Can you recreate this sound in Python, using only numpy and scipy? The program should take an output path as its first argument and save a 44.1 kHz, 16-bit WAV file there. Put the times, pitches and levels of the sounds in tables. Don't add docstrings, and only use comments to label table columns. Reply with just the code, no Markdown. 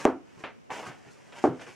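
import sys
import numpy as np
from scipy import signal
from scipy.fft import rfft, irfft, next_fast_len
from scipy.io import wavfile

SR = 44100
rng = np.random.default_rng(int(sys.argv[2]) if len(sys.argv) > 2 else 0)


def unload_wav(signal):
    wavfile.write(
        sys.argv[1],
        SR,
        np.round(np.clip(np.atleast_2d(signal).T, -1, 1) * 32767).astype(np.int16),
    )


N = 77175

# frequency_hz, level_db
SIDE_SPECTRUM = [(50, -20), (125, -8), (300, -12), (700, -17.5), (1200, -15), (2500, -15), (4500, -13.5),
                 (8000, -5), (14000, -7)]


def amp(db):
    return 10 ** (np.asarray(db) / 20)


def unit_rms(x):
    return x / np.sqrt(np.mean(x ** 2) + 1e-20)


def along(points, hz):
    frequencies, values = np.transpose(points)
    return np.interp(np.log(hz + 1), np.log(frequencies + 1), values)


def filtered(x, response):
    n = x.shape[-1]
    padded = next_fast_len(n + 8192)
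    return irfft(rfft(x, padded) * response(np.fft.rfftfreq(padded, 1 / SR)), padded)[..., :n]


def shaped(x, spectrum):
    return filtered(x, lambda hz: amp(along(spectrum, hz)))


def soft_contact(hz, edge_hz):
    return 1 / np.sqrt(1 + (hz / edge_hz) ** 4)


def stereo(pair):
    side = shaped(pair[1], SIDE_SPECTRUM)
    return np.array([pair[0] + side, pair[0] - side])


def add(track, start_s, sound):
    i = max(round(start_s * SR), 0)
    track[:, i:i + sound.shape[-1]] += sound[..., :N - i]


def modes(rows, attack_s):
    t = np.arange(SR // 2) / SR
    out = np.zeros((2, len(t)))
    for k, (hz, db, t60) in enumerate(rows):
        phase = (-1) ** k * 0.36 * amp(along(SIDE_SPECTRUM, hz)) * np.array([[1], [-1]])
        out += amp(db - 60 * t / t60) * np.sin(2 * np.pi * hz * t + phase)
    return out * (1 - np.exp(-t / attack_s))


def diffuse_tail(response, attack_s):
    # frequency_hz, t60_s
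    room_decay = [(100, 0.34), (300, 0.33), (1000, 0.23), (3000, .25), (7000, 0.19), (14000, 0.28)]
    noise = unit_rms(filtered(rng.standard_normal((2, SR // 2)), response))
    hz, t, bands = signal.stft(stereo(noise), SR, nperseg=256)
    decay = amp(-60 * t / along(room_decay, hz)[:, None])
    ring = signal.istft(bands * decay, SR)[1]
    return ring * (1 - np.exp(-np.arange(ring.shape[1]) / SR / attack_s))


def reverberated(direct):
    wet, mid, piece = np.zeros((2, N)), direct.mean(axis=0), round(0.08 * SR)
    for i in range(0, N, piece):
        response = diffuse_tail(np.ones_like, attack_s=0.0005)
        response /= np.linalg.norm(response[0])
        add(wet, i / SR, signal.fftconvolve(mid[None, i:i + piece], response, axes=1))
    return (direct + wet) / np.sqrt(2)


def room_tone():
    # frequency_hz, level_db
    centre_spectrum = [(20, -28.5), (60, -4), (110, 3.5), (430, 2), (900, -4.5), (1500, -7), (2800, -7),
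                       (4100, -19), (5600, -13), (8000, -21), (16000, -39.5)]
    wide_spectrum = [(25, -22), (130, -4.5), (240, -3), (575, -10.5), (900, -16.5), (1500, -23),
                     (2300, -26.5), (3900, -36), (6500, -36), (12000, -50), (16000, -71)]
    mid = amp(-63.5) * unit_rms(shaped(rng.standard_normal(N), centre_spectrum))
    side = amp(-54) * unit_rms(shaped(rng.standard_normal(N), wide_spectrum))
    return np.array([mid + side, mid - side])


def grains(spectrum, per_s, spread_db):
    size = amp(spread_db * np.clip(rng.standard_normal((2, N)), -2, 2))
    polarity = rng.choice([-1, 1], (2, N))
    clicks = size * polarity * (rng.random((2, N)) < per_s / SR)
    return unit_rms(stereo(shaped(clicks, spectrum)))


def cardboard_crushing():
    # time_s, crunch_db, crackle_db
    presses = [
        [(0, -41.5, -43), (.015, -38.5, -47), (.034, -42.5, -53.5), (.051, -45, -44.5)],
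        [(.25, -64, -73), (.3, -61.5, -72), (.36, -62, -68.5), (.402, -54.5, -60), (.436, -57.5, -66)],
        [(.704, -41, -51.5), (.732, -39.5, -47), (.8, -43, -52), (.848, -46.5, -58), (.872, -45.5, -47),
         (.91, -48, -64.5), (.956, -59, -66), (1.02, -61, -67.5), (1.085, -55, -64), (1.12, -60.5, -61),
         (1.16, -62, -66), (1.316, -58.5, -64), (1.352, -51, -59.5), (1.388, -44.5, -51), (1.41, -55, -66),
         (1.425, -46, -53), (1.455, -61, -52), (1.49, -65, -69.5), (1.54, -56.5, -67.5), (1.59, -57.5, -64),
         (1.622, -41, -50.5), (1.652, -60, -64), (1.675, -44, -56), (1.75, -61.5, -62.5)],
    ]
    # frequency_hz, level_db
    crunch_spectrum = [(50, -53), (110, -7), (450, -4.5), (880, -2.5), (1150, -7), (1650, -5), (2600, -9),
                       (3200, -12), (4200, -30), (9000, -68)]
    crackle_spectrum = [(2500, -17), (4200, -4), (5500, -0.5), (7000, -3), (9000, -9.5), (12000, -21.5),
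                        (16000, -36)]
    t, crunch, crackle = np.arange(N) / SR, np.zeros(N), np.zeros(N)
    fade_s = 0.0014
    for press in presses:
        time_s, crunch_db, crackle_db = np.transpose(press)
        outside_s = abs(t - np.clip(t, time_s[0], time_s[-1]))
        pressed = np.exp(-outside_s / fade_s)
        crunch += pressed * amp(np.interp(t, time_s, crunch_db) + 0.5)
        crackle += pressed * amp(np.interp(t, time_s, crackle_db) - 1.5)
    folds = crunch * grains(crunch_spectrum, per_s=900, spread_db=2)
    fibres = crackle * grains(crackle_spectrum, per_s=3000, spread_db=3.5)
    return reverberated(folds + fibres)


def contact_crack():
    # frequency_hz, level_db
    crack_spectrum = [(30, 20), (80, -8), (200, -19), (1500, -6.5), (2400, 9.5), (3500, -3.5),
                      (4600, -13.5), (6500, -2), (7600, -11), (9000, -12), (12000, -35), (16000, -30)]
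    pulse = shaped(signal.unit_impulse(SR // 50, 16), crack_spectrum)
    return pulse / abs(pulse).max()


def clog_knocks():
    # start_s, modes_db, edge_hz, crack_db, low_cut_hz, ring_db, decay_factor
    blows = [(0.0525, 0, 2100, -10.5, 160, -20.5, 0.8), (1.4401, -2.5, 1330, -24.5, 172, -20.5, 1.01)]
    # frequency_hz, level_db, base_t60_s
    sole_modes = [(363.5, -10, 0.058), (390, -19.5, 0.15), (746, -4.5, 0.027), (1083, -17.5, 0.035)]
    floor_modes = [(259.6, -20.4, 0.31), (286.3, -15, 0.22), (318.7, -19, 0.22), (343.4, -23.5, 0.29),
                   (364, -27, 0.25), (424, -11, 0.11), (503.3, -29.5, 0.32), (539, -32, 0.13),
                   (603.2, -6, 0.059), (672.5, -19, 0.098), (686, -36, 0.097), (761.5, -43.5, 0.47),
                   (814, -27, 0.1), (889, -27, 0.23)]
    # frequency_hz, level_db
    ring_spectrum = [(40, -56), (90, -12), (130, -17), (200, -11.5), (280, 7), (520, -2), (650, 1),
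                     (950, -1), (1250, -2.5), (1800, -12), (2400, -16), (3800, -25.5), (6000, -17),
                     (14000, -31)]
    out = np.zeros((2, N))
    for start_s, modes_db, edge_hz, crack_db, low_cut_hz, ring_db, decay_factor in blows:
        struck = lambda rows: [(hz, db + 20 * np.log10(soft_contact(hz, edge_hz)), decay_factor * t60)
                               for hz, db, t60 in rows]
        wood = modes(struck(floor_modes), attack_s=0.0056) + modes(struck(sole_modes), attack_s=0.00044)
        low_cut = signal.butter(2, low_cut_hz, "high", fs=SR, output="sos")
        colour = lambda hz: amp(along(ring_spectrum, hz)) * soft_contact(hz, edge_hz)
        add(out, start_s, amp(crack_db) * contact_crack())
        add(out, start_s, amp(modes_db) * signal.sosfilt(low_cut, wood))
        add(out, start_s, amp(ring_db) * diffuse_tail(colour, attack_s=0.0036))
    return out


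def plank_thuds():
    # start_s, level_db, pitch_hz
    thuds = [(0.37, -49, 124), (.398, -49.5, 341.5), (0.438, -52, 138.1), (0.704, -47, 132.5),
             (.873, -40, 120.9), (1.063, -48, 132.3), (1.483, -28.5, 131), (1.666, -46, 365.2)]
    # pitch_ratio, level_db, t60_s
    plank_modes = [(.86, -21.5, 0.55), (1, 0, 0.17), (1.28, -2, 0.19), (2.2, -7, 0.21), (3.05, -4, 0.17)]
    out = np.zeros((2, N))
    for start_s, level_db, pitch_hz in thuds:
        tuned = [(ratio * pitch_hz, db, t60) for ratio, db, t60 in plank_modes]
        add(out, start_s, amp(level_db) * modes(tuned, attack_s=0.0052))
    return out


def snap_click(band_hz, decay_s):
    t = np.arange(SR // 50) / SR
    burst = stereo(rng.standard_normal((2, len(t)))) * np.exp(-t / decay_s)
    burst = signal.sosfilt(signal.butter(3, band_hz, "band", fs=SR, output="sos"), burst)
    return burst / abs(burst).max()


def box_snaps():
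    # start_s, level_db, edge_hz
    snaps = [(0.4383, -34, 2780), (0.703, -39.5, 3260), (0.8656, -48, 9100), (0.8735, -72, 14000),
             (1.323, -47.5, 3400), (1.447, -46, 9100), (1.595, -48, 3430)]
    # frequency_hz, level_db
    snap_spectrum = [(60, -27), (200, -9.5), (420, -4), (900, -4), (1500, -5), (2600, -6), (4000, -15),
                     (6000, -21), (14000, -36)]
    out = np.zeros((2, N))
    for start_s, level_db, edge_hz in snaps:
        colour = lambda hz: amp(along(snap_spectrum, hz)) * soft_contact(hz, edge_hz)
        add(out, start_s, amp(level_db - 1) * snap_click((edge_hz / 3, edge_hz), decay_s=0.0018))
        add(out, start_s, amp(level_db) * diffuse_tail(colour, attack_s=0.00019))
    return out


def box_taps():
    # start_s, level_db, pitch_factor
    taps = [(.697, -39.5, 0.96), (0.7041, -28, 1), (0.716, -37, 1), (.796, -35.5, 0.82), (.829, -36.5, 1.1),
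            (.851, -45, 1.38), (0.862, -36, 1.4)]
    # base_frequency_hz, level_db, t60_s
    box_modes = [(524, -6.5, 0.055), (798, -5.5, 0.11), (885, -4.5, 0.15), (1000, -3, 0.049),
                 (1140, -9, 0.18), (1733, -11.5, 0.067)]
    out = np.zeros((2, N))
    for start_s, level_db, pitch_factor in taps:
        tuned = [(pitch_factor * hz, db, t60) for hz, db, t60 in box_modes]
        add(out, start_s, amp(level_db) * modes(tuned, attack_s=0.0012))
    return out


def scene():
    mix = room_tone() + cardboard_crushing() + clog_knocks() + plank_thuds() + box_snaps() + box_taps()
    return mix * amp([[-0.2], [0.2]])


def record(dry):
    return filtered(dry, lambda hz: hz < 16200)


dry = scene()
out = record(dry)
unload_wav(out)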